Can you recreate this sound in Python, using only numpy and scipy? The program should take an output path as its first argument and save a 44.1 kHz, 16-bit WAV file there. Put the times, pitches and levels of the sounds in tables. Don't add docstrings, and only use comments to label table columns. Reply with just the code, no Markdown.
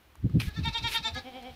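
import sys
import numpy as np
from scipy import signal
from scipy.fft import rfft, irfft, next_fast_len
from scipy.io import wavfile

SR = 44100
rng = np.random.default_rng(int(sys.argv[2]) if len(sys.argv) > 2 else 0)


def dump_mix(stems):
    frames = np.atleast_2d(stems).T
    limited = np.clip(frames, -1, 1)
    pcm = np.round(limited * 32767).astype(np.int16)
    wavfile.write(sys.argv[1], SR, pcm)


N = 68355
T = np.arange(N) / SR
SIZE = next_fast_len(N + SR // 2)
HZ = np.maximum(np.arange(SIZE // 2 + 1) * SR / SIZE, 1)
CUTOFF_HZ = 15500
JITTER_HZ = 294


def from_db(db):
    return 10 ** (np.asarray(db) / 20)


def colour_db(points, hz=HZ):
    f, db = np.transpose(points)
    return np.interp(np.log(hz), np.log(f), db)


def shape(x, db):
    cepstrum = irfft(db * np.log(10) / 20, SIZE)
    cepstrum[1:SIZE // 2] *= 2
    cepstrum[SIZE // 2 + 1:] = 0
    y = irfft(rfft(x, SIZE) * np.exp(rfft(cepstrum)), SIZE)[:N]
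    return y / y.std()


def noise(points, hz=HZ):
    return shape(rng.standard_normal(N), colour_db(points, hz))


def drift(hz):
    y = signal.sosfilt(signal.butter(2, hz, fs=SR, output="sos"), rng.standard_normal(N))
    return y / y.std()


def swell(s, width):
    return np.exp(-.5 * ((T - s) / width) ** 2)


def strikes(rows):
    return sum(from_db(db) * (T >= s) * np.exp(-np.maximum(T - s, 0) / decay) for s, db, decay in rows)


def background():
    # frequency in Hz, level in dB.
    air_colour = [(20, -26), (60, 5.5), (150, -14), (290, -9), (420, -16), (1400, -16), (3000, -20.5),
                  (8000, -34.5), (15500, -29.5)]
    leaf_colour = [(300, 16.5), (900, 7.5), (1400, 5), (2000, 7.5), (4000, 10), (7000, -8), (15500, -9)]
    rumble_colour = [(20, -20), (45, 11.5), (65, 11), (130, -10), (220, -31), (500, -45), (2000, -83)]
    # time in seconds, level in dB.
    leaf_levels = [(0, -116), (.3, -64), (.6, -54), (1.1, -55), (1.55, -56)]
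    rumble_levels = [(0, -74), (.2, -75), (.5, -50.5), (.85, -45.5), (1.05, -53.5), (1.25, -86),
                     (1.55, -64)]
    air = from_db(-60) * noise(air_colour)
    leaves = from_db(np.interp(T, *np.transpose(leaf_levels))) * noise(leaf_colour)
    rumble = from_db(np.interp(T, *np.transpose(rumble_levels))) * noise(rumble_colour)
    return air + leaves + rumble


def buffets():
    # crest in seconds, level at the crest in dB, half-length in seconds, centre in Hz.
    bumps = [(0.223, -44.5, 0.026, 73.9), (.258, -20.5, 0.012, 112.8), (0.306, -36.5, 0.012, 133.2),
             (0.363, -17.5, .015, 125), (0.396, -34.5, 0.051, 110.7), (0.481, -26, 0.0086, 73.26),
             (0.593, -29.5, 0.011, 120), (0.623, -31.5, 0.034, 90), (0.688, -30, 0.012, 105),
             (0.839, -36, 0.024, 106.4), (1.002, -44.5, 0.014, 129.7), (1.153, -39, 0.031, 89.5),
             (1.522, -49, 0.02, 62.7)]
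    # multiple of the centre frequency, level in dB.
    bump_colour = [(.2, -61), (.5, -14.5), (1, -5), (1.5, -15.5), (2.4, -16), (3.8, -33.5), (6, -53),
                   (30, -107)]
    out = 0
    waver = np.exp(.25 * drift(hz=48.4))
    for s, db, length, hz in bumps:
        envelope = swell(s, length)
        swing = np.sqrt(2) * np.sin(2 * np.pi * (hz * np.cumsum(waver) / SR + rng.random()))
        burst = envelope * (swing + from_db(-1) * noise(bump_colour, HZ / hz))
        out += from_db(db) * burst * np.linalg.norm(envelope) / np.linalg.norm(burst)
    return out


def footfalls():
    # start in seconds, level in dB, decay in seconds.
    slap_hits = [(.3998, -27.5, 0.0072), (.407, -35, 0.0046), (.4168, -30, 0.0022)]
    snap_hits = [(.136, -75, .002), (.155, -47, 0.0015), (.657, -40.5, 0.0022), (1.147, -45, 0.0036),
                 (1.425, -53.5, 0.007), (1.436, -71, .003)]
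    # frequency in Hz, level in dB.
    slap_colour = [(300, -22), (800, -6.5), (1700, -9), (2150, -1), (2500, 9), (3100, -1), (5000, -7),
                   (8000, -27), (10500, -15.5), (15500, -31)]
    snap_colour = [(700, -11), (1500, 8.5), (5000, -1.5), (7000, -1), (10000, -4), (15000, -9)]
    # start in seconds, level in dB, ring in Hz.
    tap_hits = [(.154, -53.5, 970), (0.297, -50, 1230)]
    # multiple of the ring frequency, level in dB.
    tap_colour = [(.4, -32), (.8, -20), (1, 3), (1.25, -22), (3, -33)]
    tap_decay_s = .0034
    slaps = noise(slap_colour) * strikes(slap_hits)
    snaps = noise(snap_colour) * strikes(snap_hits)
    taps = sum(noise(tap_colour, HZ / hz) * strikes([(s, db, tap_decay_s)]) for s, db, hz in tap_hits)
    return slaps + snaps + taps


def scuffs():
    # middle in seconds, level in dB, half-length in seconds.
    strokes = [(0.42, -43.5, 0.023), (0.469, -47, 0.025), (0.901, -41, 0.019), (0.943, -36, 0.025)]
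    # frequency in Hz, level in dB.
    scrape_colour = [(250, -12.5), (380, 6.5), (560, -7.5), (900, -9.5), (1600, 2.5), (2400, 9.5),
                     (4000, 2.5), (6000, -4), (8000, -8), (12000, -4), (15500, -12.5)]
    envelope = sum(from_db(db) / (1 + ((T - s) / length) ** 10) for s, db, length in strokes)
    return noise(scrape_colour) * from_db(.5 * drift(hz=398)) * envelope


def yard(call, tail_db):
    # delay in seconds, level in dB.
    echoes = [(.0115, -14), (.021, -14.5), (.043, -44)]
    t60_s, hollow_delay_s, hollow_band_hz = .33, .028, (580, 872)
    tail = rng.standard_normal(N) * from_db(-60 * T / t60_s) * (T > echoes[0][0])
    response = from_db(tail_db) * tail / np.linalg.norm(tail)
    for s, db in echoes:
        response[int(s * SR)] += from_db(db)
    band = signal.butter(2, hollow_band_hz, "band", fs=SR, output="sos")
    bounce = signal.unit_impulse(N, int(hollow_delay_s * SR)) + 1e-18
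    response += from_db(-6) * signal.sosfilt(band, bounce)
    return call + signal.fftconvolve(call, response)[:N]


def folds(pitch):
    phase = 2 * np.pi * np.cumsum(pitch) / SR
    count = int(CUTOFF_HZ / np.median(pitch))
    half = np.sin(phase / 2)
    return np.sin((count + .5) * phase) / np.where(half == 0, 1, half) - 1


def low_goat():
    # crest in seconds, top pitch in Hz, level in dB, half-length in seconds.
    throbs = [(1.079, 228, -44.5, 0.022), (1.175, 257.7, -40, 0.019), (1.274, 262, -43.5, 0.029),
              (1.366, 263.3, -43.5, 0.042), (1.469, 260, -44, 0.042)]
    # frequency in Hz, level in dB.
    mouth_colour = [(250, -2.5), (520, 3.5), (780, 5), (1050, -12), (1550, -15.5), (2000, -17), (2300, 0),
                    (2600, -12), (2900, -11.5), (3250, 0.5), (3500, -14.5), (3950, -16.5), (4600, -48),
                    (5400, -18), (6500, -61), (15000, -63)]
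    breath_colour = [(250, 11), (500, 18), (950, 26), (1200, -29), (1800, -2), (2300, -18), (2650, 3),
                     (3200, 2), (3500, -11), (4000, -2), (4700, -16), (5500, 3), (6500, -40), (15000, -31)]
    rest_hz, pitch_lag_s, jitter = 228, .00702, .006

    def level(spread):
        return sum(from_db(db - 11.5 * ((T - s) / (length * spread)) ** 2) for s, _, db, length in throbs)

    lift_hz = sum((hz - rest_hz) * swell(s + pitch_lag_s, width=.025) for s, hz, _, _ in throbs)
    pitch = (rest_hz + lift_hz) * (1 + jitter * drift(JITTER_HZ))
    tone = shape(folds(pitch), colour_db(mouth_colour)) + from_db(-19) * noise(breath_colour)
    hum = from_db(-4) * np.sin(2 * np.pi * np.cumsum(pitch) / SR)
    return tone * level(spread=1) + hum * level(spread=1.14)


def arch(s, length):
    sag = np.where(T < s, .07, .1246)
    return 1 - sag * np.tanh(.5 * ((T - s) / length) ** 2)


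def ripple_db(spread_db=3.5, spacing_hz=490):
    return spread_db * np.interp(HZ / spacing_hz, np.arange(200), rng.standard_normal(200))


def high_goat():
    # crest in seconds, top pitch in Hz, level in dB, mouth opening from 0 to 1,
    # treble lift in dB, roughness as a share of pitch, half-length in seconds.
    throbs = [(0.493, 424, -47.5, 0.43, 3, .003, 0.02), (.576, 449.7, -42, 0.39, 6.5, 0.0034, 0.019),
              (0.67, 460.7, -31, 0.84, 4, 0.0017, 0.024), (0.765, 464.2, -28, 0.82, 4.5, 0, 0.022),
              (0.861, 466.6, -28, 0.89, 6, 0.0032, 0.026), (0.962, 460.7, -27, 0.89, 6.5, 0.003, .023),
              (1.065, 450.8, -29.5, 0.71, 6, 0.0029, .022), (1.171, 423.6, -36, 0.67, 12, .005, .025)]
    # frequency in Hz, level in dB.
    mouth_open = [(450, -20), (920, 6.5), (1380, -10), (1850, -8.5), (2300, -4), (2770, -1), (3220, 5.5),
                  (3680, 5), (4100, -18.5), (4600, -12), (5100, -43), (5550, -24), (6400, -46.5),
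                  (7400, -33), (8300, -55), (8800, -32), (9700, -64), (11000, -39), (15000, -51)]
    mouth_shut = [(430, -0.5), (900, -13.5), (1330, 6), (1750, 22), (2200, -7), (3100, -51), (3600, 6),
                  (4100, -32), (4700, -5.5), (5500, -10.5), (7000, -21), (15000, -93)]
    breath_colour = [(300, -29), (900, 2), (1500, 5), (2100, 0.5), (2600, 15.5), (3100, -24), (3750, 12),
                     (4500, 3), (5700, -3), (6700, -15), (9000, -19), (15000, -33)]
    flank_db, flank_power = 16, 3.44
    pitch_lead_s, base_jitter, flank_jitter, rasp_jitter = .0013, .0012, .0086, .015
    rasp_before_s, rasp_after_s, rasp_width_s = .025, .018, .0082
    treble = np.interp(HZ, (4700, 3790), (0, 1))
    breath = noise(breath_colour)
    wander, rattle = drift(JITTER_HZ), drift(JITTER_HZ)
    out = 0
    for s, hz, db, opening, lift_db, roughness, length in throbs:
        away = np.minimum(abs(T - s) / length, 10)
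        jitter = base_jitter + roughness + flank_jitter * np.minimum(away, 1) ** 2
        pitch = hz * arch(s - pitch_lead_s, length) * (1 + wander * jitter)
        bright_db = lift_db * treble
        mouth_db = opening * colour_db(mouth_open) + (1 - opening) * colour_db(mouth_shut)
        tone = shape(folds(pitch), mouth_db + bright_db + ripple_db())
        tone *= from_db(-flank_db * away ** flank_power)
        rasp = shape(folds(pitch * (1 + rasp_jitter * rattle)), colour_db(breath_colour) + bright_db)
        rasp *= .7 * swell(s - rasp_before_s, rasp_width_s) + swell(s + rasp_after_s, rasp_width_s)
        air = breath * from_db(-33 - flank_db * (away / 4.8) ** flank_power)
        air *= 1 - swell(s, .75 * length)
        out += from_db(db) * (tone + from_db(-7.5) * rasp + air)
    return out


def scene():
    goats = yard(high_goat(), tail_db=-18.5) + yard(low_goat(), tail_db=-14)
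    return (goats + footfalls() + scuffs() + buffets() + background())[None]


def record(dry):
    return signal.sosfilt(signal.ellip(10, .1, 80, CUTOFF_HZ, fs=SR, output="sos"), dry)


dry = scene()
out = record(dry)
dump_mix(out)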